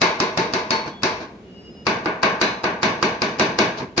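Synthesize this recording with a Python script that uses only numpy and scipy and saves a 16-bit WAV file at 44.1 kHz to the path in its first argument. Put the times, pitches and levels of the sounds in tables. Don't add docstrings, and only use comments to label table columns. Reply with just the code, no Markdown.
import sys
import numpy as np
from scipy import signal
from scipy.fft import rfft, irfft
from scipy.io import wavfile
from scipy.ndimage import uniform_filter1d

SR = 44100
rng = np.random.default_rng(int(sys.argv[2]) if len(sys.argv) > 2 else 0)


def bounce(signal):
    frames = np.transpose(np.atleast_2d(signal))
    limited = np.clip(frames, -1, 1)
    pcm = np.round(limited * 32767).astype(np.int16)
    wavfile.write(sys.argv[1], SR, pcm)


N = 176400


def amp(db):
    return 10 ** (np.asarray(db) / 20)


def unit_rms(x):
    return x / np.sqrt(np.mean(x ** 2) + 1e-20)


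def curve(table, hz, column=1):
    columns = np.transpose(table)
    return np.interp(np.log(hz + 1), np.log(columns[0] + 1), columns[column])


def add(mix, start, sound):
    part = mix[:, max(round(start * SR), 0):][:, :sound.shape[-1]]
    part += sound[..., :part.shape[1]]


# f/Hz, left-right coherence, left minus right/dB
STEREO = [(300, 0.95, -0.5), (615, 0.8, 1), (1180, 0.11, -1), (2600, 0, 2.5), (5500, 0.11, 4)]
def noise(spectrum, size, left=((1, 0), (2, 0)), ripple_db=0):
    hz = np.fft.rfftfreq(size, 1 / SR)
    a, b = np.exp(2j * np.pi * rng.random((2, len(hz))))
    coherence = curve(STEREO, hz)
    mid, side = a * np.sqrt(1 + coherence), b * np.sqrt(1 - coherence)
    lean = (curve(STEREO, hz, column=2) + curve(left, hz)) / 2
    knots = np.arange(0, SR / 2, 45)
    ripple = np.interp(hz, knots, rng.uniform(-ripple_db, ripple_db, len(knots)))
    db = curve(spectrum, hz) + ripple * hz ** 2 / (hz ** 2 + 1800 ** 2)
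    return unit_rms(irfft(np.array([mid + side, mid - side]) * amp([db + lean, db - lean]), size))


def modes(table, t, phases):
    sides, out = np.array([[.5], [-.5]]), 0
    for (hz, db, t60), phase, (spot, grip) in zip(table, phases, rng.standard_normal((len(table), 2))):
        gain = amp(db + 3 * spot + sides * curve(STEREO, hz, column=2))
        decay = np.exp(-np.log(1000) * t / t60)
        out = out + gain * decay * np.sin(2 * np.pi * hz * (1 + .004 * grip) * t + sides * phase)
    return np.sqrt(2) * out


def contact(x, bass_db, treble_db):
    hz = np.fft.rfftfreq(x.shape[1], 1 / SR)
    bass = bass_db / (1 + (hz / 456) ** 4)
    treble = treble_db * (1 - 1 / (1 + (hz / 3040) ** 4))
    return irfft(rfft(x) * amp(bass + treble), x.shape[1])


# f/Hz, relative spectral density/dB
DRONE_SPECTRUM = [(25, -26), (55, -2.5), (130, -6), (205, 3), (280, -5), (380, -2), (600, -11.5),
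                  (1000, -22), (2500, -24.5), (15000, -47.5)]
def drone():
    return amp(-43) * noise(DRONE_SPECTRUM, N)


# t/s, duration/s, f/Hz, level/dB
SLIDES = [(0.89, 0.18, 3375, -49.5), (1.44, 0.21, 2875, -56), (1.535, 0.085, 2875, -50.5),
          (1.63, 0.095, 2875, -48.5), (1.735, 0.125, 2875, -52), (1.50, 0.42, 5071, -57.5)]
def squeals(tremble_hz=18, slip_s=.003):
    out = np.zeros((2, N))
    for start, length, hz, db in SLIDES:
        t = np.arange(round(length * SR)) / SR
        tremble = unit_rms(uniform_filter1d(rng.standard_normal((2, len(t))), round(SR * slip_s)))
        note = np.sqrt(2) * np.sin(2 * np.pi * np.cumsum(hz + tremble_hz * tremble, axis=1) / SR)
        add(out, start, amp(db) * np.sin(np.pi * t / length) * note)
    return out


def crumbs(size, grains_per_s=1200, decay_s=.0022):
    snaps = rng.exponential(1, size) * (rng.random(size) < grains_per_s / SR)
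    return unit_rms(signal.lfilter([1], [1, -np.exp(-1 / (decay_s * SR))], snaps) + 0.067)


# t/s, level/dB, bass/dB, treble/dB, hold/s
SOFT_PUSHES = [(.858, -37, 5, 2, .03), (1.20, -39, 3, -1, .04), (3.773, -37, -3, 8, .02),
               (3.795, -33, 7, -9, .035)]
def pushes():
    out, t = np.zeros((2, N)), np.arange(SR) / SR
    for start, db, bass_db, treble_db, hold in SOFT_PUSHES:
        envelope = np.minimum(t / 0.00067, 1) * np.exp(-np.maximum(t - hold, 0) / 0.028)
        grind = contact(noise(CLANG_SPECTRUM, SR), bass_db, treble_db) * (1 + 0.45 * crumbs(SR))
        add(out, start, amp(db) * envelope * grind)
    return out


MODE_T60_S = .46
# t/s, upper f/Hz, level/dB
REBOUNDS = [(.706, 4492, -31), (2.414, 4085, -31)]
def zings(split_hz=115):
    out, t = np.zeros((2, N)), np.arange(SR) / SR
    for start, hz, db in REBOUNDS:
        pair = [(hz, db, MODE_T60_S), (hz - split_hz, db, MODE_T60_S)]
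        add(out, start, modes(pair, t, rng.uniform(0, np.pi, 2)))
    return out


# f/Hz, level/dB, T60/s
CABINET_MODES = [(178, -9, .2), (312, -1, .13)]
def flex(t, from_hz=205, to_hz=490, bend_s=.028, rise_s=.005, t60_s=.24):
    hz = to_hz + (from_hz - to_hz) * np.exp(-t / bend_s)
    spring = np.sin(2 * np.pi * np.cumsum(hz) / SR) * np.exp(-np.log(1000) * t / t60_s)
    thud = modes(CABINET_MODES, t, np.zeros(len(CABINET_MODES)))
    return (np.sqrt(2) * spring + thud) * np.sin(np.pi / 2 * np.minimum(t / rise_s, 1)) ** 2


# f/Hz, level at first spot/dB, level at second spot/dB
PLATE_MODES = [(215, -15, -14), (382, -11, -21), (430, -14, -19), (631, -12, -16), (882, -10, -17),
               (1001, -15, -26), (1060, -13, -25), (1109, -18, -17), (1475, -17, -19), (1750, -25, -21)]
# f/Hz, level at first spot/dB, level at second spot/dB
BLADE_MODES = [(2223, -16, -20), (2935, -24, -33), (3813, -23, -30), (4940, -25, -30)]
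def ring(t, spot, phases, bloom_s=.027):
    table = [(hz, levels[spot], MODE_T60_S) for hz, *levels in PLATE_MODES + BLADE_MODES]
    return modes(table, t, phases) * np.minimum(t / bloom_s, 1)


RIPPLE_DB = 9
# f/Hz, relative spectral density/dB
CLANG_SPECTRUM = [(40, -44.5), (90, -6.5), (135, -2), (260, 2), (480, 0), (560, -7.5), (645, 0.5),
                  (760, -7.5), (860, -1), (1130, -1), (1320, -12.5), (1550, -1.5), (1850, -9.5), (2300, -6),
                  (3200, -16), (4400, -11), (5300, -18.5), (5800, -15.5), (7100, -31.5), (12000, -36)]
# f/Hz, T60/s
CLANG_DECAY = [(100, 0.51), (260, 0.6), (700, 0.67), (1840, 0.54), (4850, 0.41)]
def clang(plate, shared=.7, hold_s=.018):
    size = plate.shape[1]
    fresh = noise(CLANG_SPECTRUM, size, ripple_db=RIPPLE_DB)
    hz, t, bands = signal.stft(np.sqrt(shared) * plate + np.sqrt(1 - shared) * fresh, SR, nperseg=256)
    decay = np.exp(-np.log(1000) * np.maximum(t - hold_s, 0) / curve(CLANG_DECAY, hz)[:, None])
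    return amp(-1.5) * signal.istft(bands * decay, SR)[1][:, :size]


# f/Hz, relative spectral density/dB
CRACK_SPECTRUM = [(60, -15.5), (200, 7.5), (500, -2.5), (1150, 10), (2000, -5.5), (2450, 5), (3200, -5.5),
                  (4800, 6.5), (5500, -2), (6600, -8.5), (15000, -27)]
# f/Hz, further left minus right/dB
CRACK_BALANCE = [(3000, -3.5), (5500, 10)]
# t/s, level/dB, bass/dB, treble/dB, relative flex level/dB
BLOWS = [(0.0163, -12, -9, -1, -11.5), (0.2011, -17.5, -5.5, 0, -3), (.374, -17.5, -2.5, -0.5, -1),
         (0.5359, -18.5, -6, -0.5, -4.5), (0.706, -17.5, -6, 0.5, -6), (1.0324, -16.5, -6, 1, -3.5),
         (1.867, -14.5, -4.5, -5, -7), (2.058, -17.5, -8.5, -16, -5.5), (2.231, -11.5, -8.5, -8, -8),
         (2.4136, -14, -7.5, -1.5, -6), (2.640, -15.5, -6, -10.5, -8), (2.830, -14, -4, -2.5, -7),
         (3.0266, -15, -5.5, -3, -4.5), (3.2186, -18, -2, -1, -6), (3.396, -13.5, -3, -2, -6),
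         (3.5875, -13.5, -2.5, -0.5, -5.5), (3.9776, -17, -4.5, 3.5, 2.5)]
def chops(move_s=1.5, crunch_s=.016, rise_s=.0007, crack_decay_s=.0041):
    size = 2 ** 15
    out, t = np.zeros((2, N)), np.arange(size) / SR
    spots = [noise(CLANG_SPECTRUM, size, ripple_db=RIPPLE_DB) for _ in range(2)]
    mode_hz = np.array([row[0] for row in PLATE_MODES + BLADE_MODES])
    phases = np.arccos(curve(STEREO, mode_hz)) * rng.choice([-1, 1], len(mode_hz))
    envelope = np.minimum(t / rise_s, 1) * np.minimum(2 * (1 - t / t[-1]), 1)
    for start, db, bass_db, treble_db, flex_db in BLOWS:
        spot = int(start > move_s)
        plate = spots[spot]
        dense = clang(plate)
        steel = noise(CRACK_SPECTRUM, size, CRACK_BALANCE)
        crack = amp(6) * steel * np.exp(-t / crack_decay_s)
        blow = contact(dense + crack + ring(t, spot, phases), bass_db, treble_db)
        add(out, start, amp(db) * envelope * (blow + amp(flex_db) * flex(t)))
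        crunch = ((steel + plate[:, ::-1]) * crumbs(size))[:, -round(crunch_s * SR):]
        add(out, start - crunch_s, amp(db - 18) * crunch * np.linspace(0, 1, crunch.shape[1]))
    return out


def scene():
    return chops() + zings() + pushes() + squeals() + drone()


# f/Hz, gain/dB
MIC_RESPONSE = [(7100, 0.5), (7900, -19.5), (9200, -9), (10500, -39.5), (15000, -35)]
def record(dry, ceiling=.47, low_hz=42, high_hz=15400):
    rounded = dry / (1 + (dry / ceiling) ** 8) ** (1 / 8)
    bass_cut = signal.sosfilt(signal.butter(2, low_hz, "high", fs=SR, output="sos"), rounded)
    hz = np.linspace(0, SR / 2, 513)
    colour = signal.firwin2(255, hz, amp(curve(MIC_RESPONSE, hz)), fs=SR)
    band_limit = signal.firwin(511, high_hz, window=("kaiser", 9), fs=SR)
    return signal.oaconvolve(bass_cut, np.convolve(colour, band_limit)[None], "same")


dry = scene()
out = record(dry)
bounce(out)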